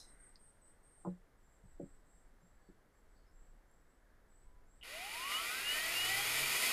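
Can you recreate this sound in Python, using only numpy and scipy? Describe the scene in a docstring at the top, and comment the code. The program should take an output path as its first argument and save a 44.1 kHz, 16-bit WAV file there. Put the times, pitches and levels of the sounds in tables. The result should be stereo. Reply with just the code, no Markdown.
"""A small cordless screwdriver starts and speeds up: its motor and gears whine at multiples of the
turn rate over a rasp of tooth contacts, coloured by the resonances of its plastic housing and a chair.
Before it starts, the wooden chair leg is fitted with a few light knocks and small metal parts tick,
each ringing in its damped modes. Around them is a garden: small birds trill nearby and far off
in frequency-modulated whistles, over distant traffic, leaves and wind."""
import sys
import numpy as np
from scipy import signal
from scipy.fft import rfft, irfft
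from scipy.io import wavfile
from scipy.ndimage import uniform_filter1d

SR = 44100
rng = np.random.default_rng(int(sys.argv[2]) if len(sys.argv) > 2 else 0)


def generate_wav(sig):
    """Save sig (samples, or channels by samples) to the path in sys.argv[1] as 16-bit PCM at SR."""
    pcm = np.round(np.clip(np.atleast_2d(sig).T, -1, 1) * 32767).astype(np.int16)
    wavfile.write(sys.argv[1], SR, pcm)


N = 296616
T = np.arange(N) / SR
HZ = np.maximum(np.arange(N // 2 + 1) * SR / N, 1)


def amp(db):
    """Decibels to amplitude ratio."""
    return 10 ** (np.asarray(db) / 20)


def rms_one(x):
    """Normalisation to unit rms."""
    return x / np.sqrt(np.mean(x ** 2) + 1e-20)


def columns(rows, at, log=False):
    """Interpolation of a table along its first column, on a linear or logarithmic axis."""
    key, *rest = np.transpose(rows)
    return [np.interp(np.log(at), np.log(key), c) if log else np.interp(at, key, c) for c in rest]


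def drift(rate):
    """Slow random modulation: straight lines between `rate` Gaussian values per second."""
    knots = rng.standard_normal(int(N / SR * 60) + 2)
    return np.interp(T * rate, np.arange(len(knots)), knots)


def pan(x, db):
    """Stereo placement by level difference, left minus right."""
    return x * amp([[db / 2], [-db / 2]])


def add(out, at_s, piece):
    """Superposition of a stereo piece from a given time."""
    i = round(at_s * SR)
    out[:, i:i + piece.shape[1]] += piece[:, :N - i]


# Hiss of traffic and leaves. Each row: time in seconds, level in dB.
AIR_LEVEL = [(0.0, -70.5), (0.15, -71), (0.45, -73), (4.8, -73.5)]
# Its spectrum. Each row: frequency in Hz, relative spectral density in dB.
AIR_SPECTRUM = [(35, -43), (60, -6.5), (110, -4.5), (250, -6), (500, -8), (1000, -12.5), (1600, -13),
                (2050, -16), (2500, -25), (4000, -27.5), (7000, -29.5), (10000, -30), (15000, -33)]
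def traffic_and_leaves():
    """Many distant sources sum to broadband noise, only partly coherent between left and right."""
    coherence = 0.13
    common, left, right = rng.standard_normal((3, N))
    white = np.sqrt(coherence) * common + np.sqrt(1 - coherence) * np.array([left, right])
    colour = amp(columns(AIR_SPECTRUM, HZ, log=True)[0])
    colour /= np.sqrt(np.mean(colour ** 2 * (HZ > 400) * (HZ < 2200)))
    return amp(columns(AIR_LEVEL, T)[0] + 0.24 * drift(11)) * irfft(rfft(white) * colour, N)


def wind():
    """Turbulence gives a low band of noise whose level wanders."""
    band = signal.butter(2, [9.517, 36.04], "band", fs=SR, output="sos")
    noise = rng.standard_normal((2, N)) + 0.78 * rng.standard_normal(N)
    return amp(-63 + 2 * drift(4.4)) * rms_one(signal.sosfilt(band, noise))


def struck(modes, centre_hz, octaves, t60_scale, rise_cycles):
    """Modal response to a blow: damped sines, favoured near centre_hz; low modes build up later."""
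    t, out = T[:SR // 2], 0
    for k, (hz, db, t60) in enumerate(modes):
        excitation = (-1) ** k * amp(db - 5.95 * (np.log2(hz / centre_hz) / octaves) ** 2)
        envelope = amp(-60 * t / (t60 * t60_scale)) * (1 - np.exp(-t * hz / rise_cycles))
        out = out + excitation * envelope * np.sin(2 * np.pi * hz * t)
    return out


# Modes of screw and fitting. Each row: frequency in Hz, relative level in dB, unscaled T60 in seconds.
METAL_MODES = [(3530, -22, 0.0174), (3960, -2.5, 0.071), (4210, -10, 0.072), (4820, 3.5, 0.0093),
               (5000, 0.5, 0.027), (5340, -1.5, 0.028), (5870, -4, 0.023), (6430, 0.5, 0.012),
               (8040, 1, 0.0092), (9300, 3.5, 0.01), (10600, -2.5, 0.015), (11900, -3, .012)]
# Each row: start in seconds, gain in dB, best excited frequency in Hz, spread in octaves,
# relative rattle level in dB, rattle T60 in seconds.
METAL_TICKS = [(0.0, -59, 5560, 1.06, -4, 0.27), (0.357, -44.5, 4650, 0.12, -20.5, 0.11),
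               (1.103, -54, 3560, 0.087, -30, .03), (3.714, -64, 10000, .2, -30, .02),
               (3.82, -72, 11000, .3, -30, .02)]
def metal_ticks():
    """Convolution: an impact and a dying rattle of small contacts each excite the metal's modes."""
    out, t = np.zeros((2, N)), T[:SR // 4]
    for start, db, hz, octaves, rattle_db, t60 in METAL_TICKS:
        contacts = rng.standard_normal((2, len(t))) * (rng.random(len(t)) < .15)
        contacts *= amp(rattle_db - 60 * t / t60)
        contacts[:, 0] = 1  # the first impact
        ring = struck(METAL_MODES, hz, octaves, t60_scale=0.4, rise_cycles=0.66)
        add(out, start, amp(db) * signal.fftconvolve(contacts, [ring], axes=1))
    return out


# Each row: start in seconds, length in seconds, centre in Hz, bandwidth in Hz, top level in dB.
HISS_SWELLS = [(0.018, 0.39, 1970, 290, -76), (0.099, 0.23, 1530, 200, -75.5), (2.516, 0.23, 1690, 73, -80),
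               (3.901, .5, 1670, 230, -80.5), (4.397, 0.38, 997, 6.9, -81.5)]
def far_hiss():
    """Amplitude modulation: faint narrow bands of noise swell and fade under a half sine."""
    out = np.zeros((2, N))
    for start, length, hz, width, db in HISS_SWELLS:
        t = T[:round(length * SR)]
        band = signal.butter(2, [hz - width / 2, hz + width / 2], "band", fs=SR, output="sos")
        hiss = signal.sosfilt(band, rng.standard_normal((2, SR)) + rng.standard_normal(SR))
        add(out, start, amp(db) * np.sin(np.pi * t / length) * rms_one(hiss[:, -len(t):]))
    return out


# Each row: start in seconds, length in seconds, first and last centre pitch in Hz, warble depth in Hz,
# warbles per second, echo level in dB, 0 for near or 1 for far.
TRILLS = [(.03, .03, 8250, 8200, 50, 30, -68, 0), (.06, .09, 8600, 8740, 443, 36, -66, 0),
          (.191, .108, 8830, 8600, 506, 33, -65, 0), (.394, .121, 8840, 8660, 550, 36, -67, 0),
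          (.612, .112, 8300, 8600, 450, 37, -69, 0), (.829, .213, 8700, 8800, 503, 62, -69.5, 0),
          (.977, .125, 7750, 7700, 200, 51, -74, 1), (1.37, .04, 8200, 7700, 150, 30, -82, 1),
          (1.4, .2, 7780, 7920, 500, 34, -76, 1), (1.62, .142, 8300, 8080, 505, 46, -75, 1),
          (1.77, .21, 7900, 8350, 550, 55, -74, 1), (2.03, .22, 8150, 8050, 650, 38, -74, 1),
          (2.405, .143, 7430, 7900, 150, 20, -77, 1), (2.56, .16, 4570, 4490, 40, 17, -85, 1),
          (2.58, .142, 7900, 7800, 200, 37, -80, 1), (2.92, .1, 7500, 7850, 151, 43, -80, 1),
          (3.08, .12, 7900, 7900, 200, 66, -80, 1), (3.151, .053, 4780, 4600, 398, 60, -79, 1),
          (3.256, .054, 5350, 5250, 280, 50, -83, 1), (3.31, .209, 7630, 8000, 346, 49, -76, 1),
          (3.66, .177, 7470, 7900, 150, 42, -79.5, 1), (3.858, .122, 7940, 8100, 350, 36, -82, 1),
          (4.277, .193, 8100, 8100, 400, 40, -75, 1), (4.664, .15, 7570, 8120, 300, 40, -74, 1)]
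def birds():
    """Frequency modulation makes each whistle a trill; fences and walls return a diffuse echo."""
    out, tail, garden_t60_s = np.zeros((2, N)), T[:SR // 3], 0.49
    for start, length, hz0, hz1, depth_hz, rate, echo_db, far in TRILLS:
        direct_db, softness, unevenness = (-3.5, .6, .35) if far else (.5, .2, 0)
        t = T[:round(length * SR)]
        warbles = rate * t + unevenness * drift(60)[:len(t)]
        height = 1 - np.abs(np.sin(np.pi * warbles))  # pointed tops
        pitch = hz0 + (hz1 - hz0) * t / t[-1] + depth_hz * (2 * height - 1)
        envelope = np.abs(np.sin(np.pi * t / t[-1])) ** softness
        envelope *= amp(-5 * (height - .5))  # the tops are fainter
        note = envelope * np.sin(2 * np.pi * np.cumsum(pitch) / SR)
        garden = rng.standard_normal((2, len(tail))) * amp(-60 * tail / garden_t60_s)
        echo = signal.fftconvolve([note], garden / np.sqrt(np.sum(garden ** 2) / 2), axes=1)
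        add(out, start, pan(amp(echo_db + direct_db) * note, 0))
        add(out, start, amp(echo_db) * echo)
    return out


# Each row: frequency in Hz, relative level in dB, unscaled T60 in seconds.
CHAIR_MODES = [(112, 4, 0.15), (179, 17, 0.18), (278.6, -10.5, 0.26), (341.4, 6.5, 0.098), (477, -6, 0.13),
               (562, -1.5, 0.11), (620, 11, 0.023), (802, 8, 0.032), (1016, 12, 0.023), (1244, -13, 0.12),
               (1420, 0, 0.045)]
# Each row: start in seconds, gain in dB, best excited frequency in Hz, spread in octaves,
# factor on T60, left minus right in dB.
CHAIR_KNOCKS = [(1.048, -40.5, 506, 0.93, 0.86, -8.5), (1.07, -40.5, 298, 1.18, 0.82, 2.5),
                (1.638, -33, 109, 0.33, 0.16, 23), (1.797, -35, 379, 0.51, 0.7, -9),
                (1.831, -37, 295, 0.73, 0.16, 5), (2.43, -52, 99, 0.41, 0.66, 12),
                (2.685, -47.5, 280, 0.54, 0.34, -4)]
def chair_knocks():
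    """Free vibration of struck wood, with early reflections from the table and fences."""
    out, t = np.zeros((2, N)), T[:SR // 4]
    echo_db, echo_t60_s = 1, 0.097
    for start, db, hz, octaves, t60_scale, side_db in CHAIR_KNOCKS:
        knock = pan(amp(db) * struck(CHAIR_MODES, hz, octaves, t60_scale, rise_cycles=3.45), side_db)
        reflections = rng.standard_normal((1, len(t))) * amp(-60 * t / echo_t60_s)
        reflections /= np.sqrt(np.sum(reflections ** 2))
        add(out, start, knock)
        add(out, start, amp(echo_db) * signal.fftconvolve(knock, reflections, axes=1))
    return out


# Each row: start in seconds, level in dB.
TRIGGER_BOUNCES = [(4.812, -48), (4.8165, -49), (4.82, -48), (4.827, -40), (4.833, -37)]
def trigger():
    """Contact bounce: the trigger chatters shut, ringing one short mode at each touch."""
    out, hz, t60_s = np.zeros((2, N)), 2950, .01368
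    click = struck([(hz, 0, t60_s)], hz, octaves=1, t60_scale=1, rise_cycles=1.7)
    for start, db in TRIGGER_BOUNCES:
        add(out, start, pan(amp(db) * click, 0))
    return out


def speed_gain_db(speed, knee, db_per_octave):
    """Broken power law: the given slope up to the knee speed, then a fall of 30 dB per octave."""
    octaves = np.log2(speed / knee)
    return np.where(octaves < 0, db_per_octave, -30) * octaves


def resonances(peaks):
    """Frequency response of overlapping resonances, summed in power."""
    return np.sqrt(sum(amp(2 * db) / (1 + (2 * (HZ - hz) / width) ** 4) for hz, width, db in peaks))


# Motor and gear tones, as multiples of the turn rate.
ORDERS = [.296, 1, 2, 3, 4, 5.09, 6, 8, 10, 13, 14, 15, 16, 20, 22, 26, 28]
# One row per order: relative level at the knee in dB, knee speed in turns per second,
# slope below the knee in dB per octave.
ORDER_LEVELS = [(-16, 433, 5), (-28, 480, 2), (-10, 403, 17), (-16.5, 250, 8), (-26, 480, -2),
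                (-8.5, 397, 7), (-10, 327, -7), (-9.5, 400, 16), (-11, 313, 13), (-4, 590, 21),
                (-10.5, 214, 14), (-4, 440, 14), (-13, 197, 14), (-7, 120, 13), (-13, 140, 12),
                (-11, 118, 15), (-20, 105, 15)]
def gear_whine(speed, turns, octaves):
    """Rotational orders: tones locked to the shaft, each wavering in level and phase."""
    whine = 0
    for order, (db, knee, slope) in zip(ORDERS, ORDER_LEVELS):
        level = amp(db + speed_gain_db(speed, knee, slope) + 2.8 * drift(25))
        whine += level * np.sin(2 * np.pi * (order * turns + .045 * drift(33)))
    return whine * amp(3 - 2.4 * octaves ** 2)  # sags away from mid speed


# Resonances of housing and chair. Each row: centre in Hz, bandwidth in Hz, relative level in dB.
BODY_RESONANCES = [(132, 81, -20.5), (285, 142, -16), (429, 153, -10.5), (648, 98, -10), (786, 200, -12),
                   (1070, 295, -8), (1376, 310, -3.5), (1984, 250, 1.5), (2410, 316, 0.5),
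                   (2930, 390, -2.5), (3320, 44, -1), (3730, 720, -7), (4515, 450, -7), (5130, 670, -9),
                   (6680, 1260, -10.5), (8470, 1230, -13.5), (9720, 960, -8), (10900, 500, -17),
                   (13460, 7800, -13)]
def gear_rasp(octaves):
    """Source and filter: tooth contacts drive the body with noise bursts, in three separate streams."""
    bursts = amp(5.1 * uniform_filter1d(rng.standard_normal(N), size=64) + drift(22))
    contacts = rms_one(bursts * rng.standard_normal((3, N)))
    rumble = signal.sosfilt(signal.butter(2, 500, fs=SR, output="sos"), contacts)
    contacts += amp(-17 + 5.1 * octaves) * rumble  # the chair rumbles more as the speed rises
    spectra = rfft(contacts) * rms_one(resonances(BODY_RESONANCES))
    highpass = 1 / np.sqrt(1 + (4980 / HZ) ** 8)
    lows = irfft(spectra * np.sqrt(1 - highpass ** 2), N)
    treble = irfft(spectra * highpass, N)
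    return lows + amp(-1.63 + 2.5 * octaves) * treble


# Each row: offset above the chopping rate in multiples of the turn rate, relative level in dB.
CHOPPER_TONES = [(0, -25), (2, -19.5), (4, -28)]
def chopper_whistle(speed, turns):
    """The speed control chops the current: a carrier tone with sidebands that climb with the speed."""
    chop_hz = 9980
    whistle = sum(amp(db) * np.sin(2 * np.pi * (chop_hz * T + k * turns)) for k, db in CHOPPER_TONES)
    return amp(speed_gain_db(speed, knee=270, db_per_octave=-1.5)) * whistle


# How two microphone ports hear the tool. Each row: frequency in Hz, rasp coherence from 0 to 1,
# phase lag of the left in radians, left minus right in dB.
PORT_RESPONSE = [(130, 0.72, -0.19, 1.5), (320, 1, 0.73, -2), (694, 0, 1.2, -13), (1310, 0.2, 0.79, 1.5),
                 (2400, 1, 0.83, 0), (3000, 0.02, 0.21, 3), (5640, 0.36, 1.7, -2), (6955, 1, 1.67, -4.5),
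                 (8400, 0.92, -1.5, -8), (10500, 0, -0.53, -5.5), (11100, 0.99, 0, 0), (14100, 0.97, 0, 0)]
def at_ports(rasp, whine_spectrum):
    """Two spaced receivers differ in phase and level; the rasp is only partly coherent between them."""
    coherence, lag, side_db = columns(PORT_RESPONSE, HZ, log=True)
    coherence = np.clip(coherence, 0, 1)
    common, left, right = rfft(rasp)
    shared = (np.sqrt(coherence) * common + whine_spectrum) * np.exp(.5j * lag * [[-1], [1]])
    separate = np.sqrt(1 - coherence) * np.array([left, right])
    return irfft(amp(side_db * [[.5], [-.5]]) * (shared + separate), N)


# Each row: time in seconds, motor speed in turns per second.
MOTOR_SPEED = [(4.82, 74), (4.86, 80), (5.0, 118), (5.4, 219.5), (5.6, 267), (6.2, 401.5), (6.4, 452),
               (6.73, 525)]
# Resonances that radiate the whine. Each row: centre in Hz, bandwidth in Hz, gain in dB.
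WHINE_RESONANCES = [(114, 16, -6), (137, 10, -5), (390, 55, -12.5), (620, 170, -8), (770, 110, -6),
                    (960, 90, -8), (1080, 110, 0.5), (1250, 170, -1), (1460, 200, -5), (1910, 300, 0.5),
                    (2380, 170, 4), (2620, 300, -1), (2890, 190, 8), (3230, 300, -1.5), (3750, 500, -6),
                    (4600, 900, -12), (6550, 800, -14)]
def screwdriver():
    """Forced vibration: one motor speed governs the whine, the rasp and the whistle."""
    start_s, rise_s, mid_turns_per_s = 4.826, .012, 300
    speed, = columns(MOTOR_SPEED, T)
    turns = np.cumsum(speed) / SR
    octaves = np.log2(speed / mid_turns_per_s)
    rise = 1 - np.exp(-np.maximum(T - start_s, 0) / rise_s)  # the motor takes up the gear play
    level = rise * amp(-38.5 + 5.5 * octaves + .5 * drift(8))
    whine_spectrum = rfft(level * gear_whine(speed, turns, octaves)) * resonances(WHINE_RESONANCES)
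    gears = at_ports(level * gear_rasp(octaves), whine_spectrum)
    return (T > start_s) * gears + level * chopper_whistle(speed, turns)


def scene():
    """Linear superposition: the pressures of all sources add."""
    return (traffic_and_leaves() + wind() + metal_ticks() + far_hiss() + birds()
            + chair_knocks() + trigger() + screwdriver())


def record(dry):
    """Band limiting: a steep low-pass removes the highest treble."""
    stop_db, stop_hz = 70, 15500
    return signal.sosfilt(signal.cheby2(14, stop_db, stop_hz, fs=SR, output="sos"), dry)


dry = scene()
out = record(dry)
generate_wav(out)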